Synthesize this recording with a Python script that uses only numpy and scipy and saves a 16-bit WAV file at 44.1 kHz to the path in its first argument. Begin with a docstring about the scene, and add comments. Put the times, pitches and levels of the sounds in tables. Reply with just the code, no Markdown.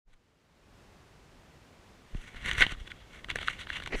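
"""A shallow stream fades in and runs quietly past someone holding a camera, whose hand gives the case
a faint bump and a brief rub. After about two seconds they shift their grip: the hand bumps the case
with dull thumps over a low rumble, while fingers catch on it with dry ticks and rub it in short strokes.
Ticks and strokes make the case ring at the same few pitches. Last, a finger scuffs the microphone port."""
import sys
import numpy as np
from scipy import signal
from scipy.fft import rfft, irfft
from scipy.io import wavfile

SR = 44100
rng = np.random.default_rng(int(sys.argv[2]) if len(sys.argv) > 2 else 0)


def bounce(signal):
    """Save signal as a 16-bit WAV file at the path given by the first command-line argument."""
    frames = np.transpose(np.atleast_2d(signal))
    limited = np.clip(frames, -1, 1)
    pcm = np.round(limited * 32767).astype(np.int16)
    wavfile.write(sys.argv[1], SR, pcm)


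N = 176400  # four seconds


def from_db(db):
    """Turn decibels (dB) into a number to multiply a sound by."""
    return 10 ** (np.asarray(db) / 20)


def rms_one(x):
    """Scale a signal so that its average power is one."""
    return x / np.sqrt(np.mean(x ** 2) + 1e-20)


def level(rows):
    """A volume curve through (seconds, dB) points, silent before the first."""
    s, db = np.transpose(rows)
    return from_db(np.interp(np.arange(N) / SR, s, db, left=-120))


def drift(per_s, size=N):
    """A wandering curve, about one in size, that heads for a new random value per_s times a second."""
    points = rng.standard_normal(4000)
    return rms_one(np.interp(np.arange(size) / SR * per_s, np.arange(len(points)), points))


def coloured(x, spectrum):
    """Shape a sound's lows and highs with (Hz, dB) points, then scale its power to one."""
    hz, db = np.transpose(spectrum)
    bin_hz = np.maximum(np.fft.rfftfreq(N, 1 / SR), 1)
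    gain = from_db(np.interp(np.log(bin_hz), np.log(hz), db))
    low_cut = np.minimum(bin_hz / 20, 1) ** 2
    return rms_one(irfft(rfft(x) * gain * low_cut, N))


def resonance(x, hz, width_hz):
    """Make a sound ring around one pitch; a narrower width rings longer."""
    r = np.exp(-np.pi * width_hz / SR)
    feedback = [1, -2 * r * np.cos(2 * np.pi * hz / SR), r * r]
    return signal.lfilter(np.array([1, 0, -1]) * (1 - r * r) / 2, feedback, x + 1e-18)


def swell(t, rise_s, fall_s):
    """Rise to one at time zero and die away, tenfold in each rise or fall time."""
    return 10 ** np.maximum(np.minimum(t / rise_s, -t / fall_s), -10)


def add(out, s, sound):
    """Mix a sound in from s seconds on, dropping what falls outside."""
    at = int(s * SR) + np.arange(len(sound))
    inside = (at >= 0) & (at < N)
    out[at[inside]] += sound[inside]


def stream():
    """Running water makes an even wash of noise that ripples a little."""
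    # How loud the water is. Each row: time in seconds, level in dB.
    loudness = [(.05, -100), (.08, -71), (.22, -69.5), (.5, -64.5), (.8, -57.5), (2.0, -57), (4.0, -55.5)]
    # The water's tone. Each row: frequency in Hz, relative strength in dB.
    tone = [(18, -17), (30, 2), (132, -3), (567, -10.5), (662, -12), (815, -12.5), (1520, -16), (2490, -19),
            (7240, -29), (15000, -43)]
    ripple_db = .4 * drift(per_s=25)
    wash = rng.standard_normal(N) * from_db(ripple_db)
    return level(loudness) * coloured(wash, tone)


def grip():
    """The hand bumps the case with soft pushes, and the sway of the held case makes a low rumble."""
    # Bumps of the hand. Each row: time in seconds, strength of the push in dB, length in seconds.
    bumps = [(0.076, -49.5, 0.022), (0.134, -44, 0.034), (2.144, -28.5, 0.014), (2.151, -30, 0.0032),
             (2.178, -28.5, 0.026), (2.358, -36.5, 0.017), (2.464, -34.5, .008), (2.53, -32, 0.015),
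             (2.585, -29.5, 0.0054), (2.617, -20.5, 0.03), (2.667, -35.5, 0.002), (2.7246, -36, 0.0022),
             (2.73, -32.5, 0.019), (2.78, -40.5, .01), (2.813, -37, .008), (3.953, -26, 0.017)]
    # The rumble's tone. Each row: frequency in Hz, relative strength in dB.
    rumble_tone = [(20, -2), (50, -3.5), (100, -9.5), (200, -16), (400, -24.5), (1000, -60)]
    # How loud the rumble is. Each row: time in seconds, level in dB.
    rumble_loudness = [(2.05, -67), (2.2, -65), (2.42, -48.5), (2.46, -40), (2.62, -43.5), (2.76, -54.5),
                       (2.95, -55), (3.25, -57.5), (3.32, -44.5), (3.58, -53.5), (3.9, -46.5), (4, -47)]
    t = np.arange(N) / SR
    pushes = np.zeros(N)
    for s, db, length_s in bumps:
        bell_curve = np.exp(-np.minimum((2 * (t - s) / length_s) ** 2, 50))
        pushes += from_db(db) * bell_curve
    # Cutting the lows under 28 Hz makes each push swing back.
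    thumps = signal.sosfilt(signal.butter(2, 28, "high", fs=SR, output="sos"), pushes)
    rumble = level(rumble_loudness) * coloured(rng.standard_normal(N), rumble_tone)
    return 2 * thumps + rumble


def slips(size=N):
    """Skin sticks and slips, making dense clicks of uneven size that come in shaky bursts."""
    slips_per_s, spread_db, judder_db = 7000, 3, 2.5
    strengths = from_db(spread_db * np.minimum(rng.exponential(1, size), 4))
    directions = rng.choice([-1, 1], size)
    slipping = rng.random(size) < slips_per_s / SR
    judder = from_db(judder_db * drift(per_s=140, size=size))
    return rms_one(strengths * directions * slipping * judder)


def case(force, treble_force, wall_force):
    """The case rings: broad force drives its main pitches, sharp force the high ones, blunt its wall."""
    # Where the case rings. Each row: pitch in Hz, width in Hz, relative strength in dB.
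    pitches = [(944, 180, -17.5), (1180, 260, -4), (1470, 90, 5.5), (1877, 293, 3.5), (2234, 229, 4),
               (2788, 296, 0.5), (3400, 357, 0), (4040, 410, -6), (4890, 1060, -19.5), (5810, 420, -17.5),
               (6860, 1120, -21.5), (8230, 480, -20), (10100, 840, -26.5), (11160, 850, -30),
               (14800, 800, -43)]
    treble_hz, wall_hz, wall_db = 5200, 864, -10.5
    dull_wall = signal.sosfilt(signal.butter(2, wall_hz, fs=SR, output="sos"), wall_force)
    out = from_db(wall_db) * dull_wall
    for k, (hz, width_hz, db) in enumerate(pitches):
        drive = force if hz < treble_hz else treble_force
        out += (-1) ** k * from_db(db) * resonance(drive, hz, width_hz)  # neighbours swing opposite ways
    return out


def rubbing():
    """Fingers rub the case: each stroke swells and fades as the slipping skin makes the case ring."""
    # Finger strokes. Each row: time of the peak, rise time and fall time in seconds, level in dB,
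    # treble boost in dB, pitch in Hz that the place of contact brings out.
    strokes = [(0.138, .03, 0.0085, -60, 10, 3870), (2.222, 0.15, 0.025, -54, 12, 2870),
               (2.291, 0.16, 0.072, -51, 9.5, 2030), (2.37, 0.072, 0.067, -47, 4.5, 2020),
               (2.475, 0.064, 0.12, -32, 5.5, 1910), (2.535, 0.078, .1, -40, -3, 1890),
               (2.601, 0.049, 0.029, -28, 8.5, 1850), (2.623, 0.033, 0.025, -16.5, -2.5, 1910),
               (2.661, 0.052, 0.063, -41.5, 4, 1770), (2.716, 0.068, 0.037, -38, 4.5, 3000),
               (2.799, 0.044, 0.081, -51, 8, 3240), (2.877, 0.024, 0.013, -44, 4, 3420),
               (2.911, 0.021, 0.028, -46, 1, 3440), (3.0, 0.081, 0.11, -56.5, -2, 3440),
               (3.14, 0.056, .06, -50, 7, 2400), (3.174, 0.05, 0.062, -50, 6, 2060),
               (3.302, 0.015, 0.033, -34.5, 1, 2770), (3.366, 0.013, 0.012, -32, 2, 2110),
               (3.419, 0.081, 0.085, -43.5, 4, 3470), (3.468, 0.043, 0.047, -50, 13, 4030),
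               (3.498, 0.062, 0.1, -37.5, 6, 2440), (3.594, 0.019, .06, -51, 15, 3100),
               (3.62, 0.057, 0.037, -41, 3, 3950), (3.699, 0.031, 0.026, -42, 3, 3940),
               (3.733, 0.03, 0.063, -40.5, 2, 3030), (3.762, 0.056, 0.048, -37, 4, 2800),
               (3.834, 0.025, 0.021, -42.5, 2, 3500), (3.877, 0.027, 0.026, -42.5, 1, 3400),
               (3.995, 0.091, .1, -41.5, 13.5, 2000)]
    out = np.zeros(N)
    t = np.arange(-SR // 5, SR // 3) / SR  # seconds from the stroke's peak
    for s, rise_s, fall_s, db, treble_db, hz in strokes:
        friction = slips(size=len(t))
        force = friction + from_db(-1) * resonance(friction, hz, width_hz=700)
        rub = rms_one(case(force, friction * from_db(treble_db), friction))
        add(out, s + t[0], from_db(db) * swell(t, rise_s, fall_s) * rub)
    return out


def ticks():
    """A finger catches and lets go: one hard, gritty slip, with a hollow ring set by where it touches."""
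    # Finger catches. Each row: time in seconds, level in dB, pitch of the hollow ring in Hz,
    # then the relative strengths in dB of that ring, the treble and the wall.
    catches = [(2.1477, -42.5, 2500, -13, -8, 17), (2.346, -45, 1630, -7, 2, 21),
               (2.4600, -30, 1980, 4, 10, 8), (2.4944, -31, 1750, 5, 12, 6),
               (2.5130, -23, 3030, -2.5, 4, -3), (2.5330, -34, 1810, -3, 10, -9),
               (2.582, -27, 1770, 5, 7.5, 0), (2.6080, -19.5, 2100, 6.5, 12, 5),
               (2.666, -26.5, 3000, 5.5, 3, 12), (2.721, -37, 1760, -12, 7, 6),
               (2.7495, -47, 1290, 8, 0, 0), (2.9172, -35, 2250, -4, -2, -10),
               (3.2448, -36.5, 2090, -8, 0, 3.5), (3.2864, -40, 1280, 0, 2, 13),
               (3.3019, -29.5, 1970, 3, 5, 6), (3.3127, -32.5, 1510, -2, -5, -5),
               (3.3581, -24.5, 1750, 5.5, 8, 12), (3.3870, -31.5, 1700, -16, -3, 9),
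               (3.4154, -37, 1900, -10, 1, 9), (3.4294, -35.5, 1500, 1, -3, 8),
               (3.476, -30, 3460, -8.5, 2, -10), (3.4831, -18.5, 1340, 4, -9, -5),
               (3.6704, -37.5, 1520, -3, -6, 9.5), (3.702, -26.5, 1600, 1, -5, 5),
               (3.801, -36.5, 1500, -9, 0, 5), (3.8228, -37, 1710, 0, 0, 5), (3.8368, -41, 3470, -5, 9, 0),
               (3.861, -32.5, 1470, -12, 1.5, -1), (3.8746, -33.5, 2120, -3, 7, 11)]
    ring_width_hz, span_s = 470, 0.0026
    out = np.zeros(N)
    t = np.arange(-400, 1200) / SR  # seconds from the slip
    click = 1. * (t == 0)
    for s, db, hz, ring_db, treble_db, wall_db in catches:
        grit = 0.18 * rng.standard_normal(len(t)) * swell(t, rise_s=0.0033, fall_s=0.0039)
        force = click + grit
        body = case(force, force * from_db(treble_db), force * from_db(wall_db))
        ring = resonance(resonance(click, hz, ring_width_hz), hz, ring_width_hz)
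        tick = rms_one(body) + from_db(ring_db) * rms_one(ring)
        strength = np.sqrt(np.sum(tick ** 2) / (span_s * SR))  # as if all its energy fell within span_s
        add(out, s + t[0], from_db(db) * tick / strength)
    return out


def port_scuff():
    """Skin slipping right on the port, the microphone's opening, sounds fuller and lower."""
    # How loud the scuff is. Each row: time in seconds, level in dB.
    loudness = [(3.9, -66), (3.91, -41), (3.92, -34.5), (3.935, -29), (3.954, -25.5), (3.964, -40),
                (3.985, -62)]
    # The scuff's tone. Each row: frequency in Hz, relative strength in dB.
    tone = [(60, -6), (230, -4.5), (370, 2.5), (620, -8), (950, -16.5), (1500, -13), (2150, -2),
            (2450, -10.5), (2900, -13), (3400, -29), (4200, -21), (5300, -31), (6500, -35), (9000, -59),
            (15000, -62)]
    return level(loudness) * coloured(slips(), tone)


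def scene():
    """The stream with the close sounds of the hand on top, in one channel."""
    return (stream() + grip() + rubbing() + ticks() + port_scuff())[None]


def record(dry):
    """Cut away the very highest treble."""
    cutoff_hz = 15500
    return signal.sosfilt(signal.ellip(10, .2, 80, cutoff_hz, fs=SR, output="sos"), dry)


dry = scene()
out = record(dry)
bounce(out)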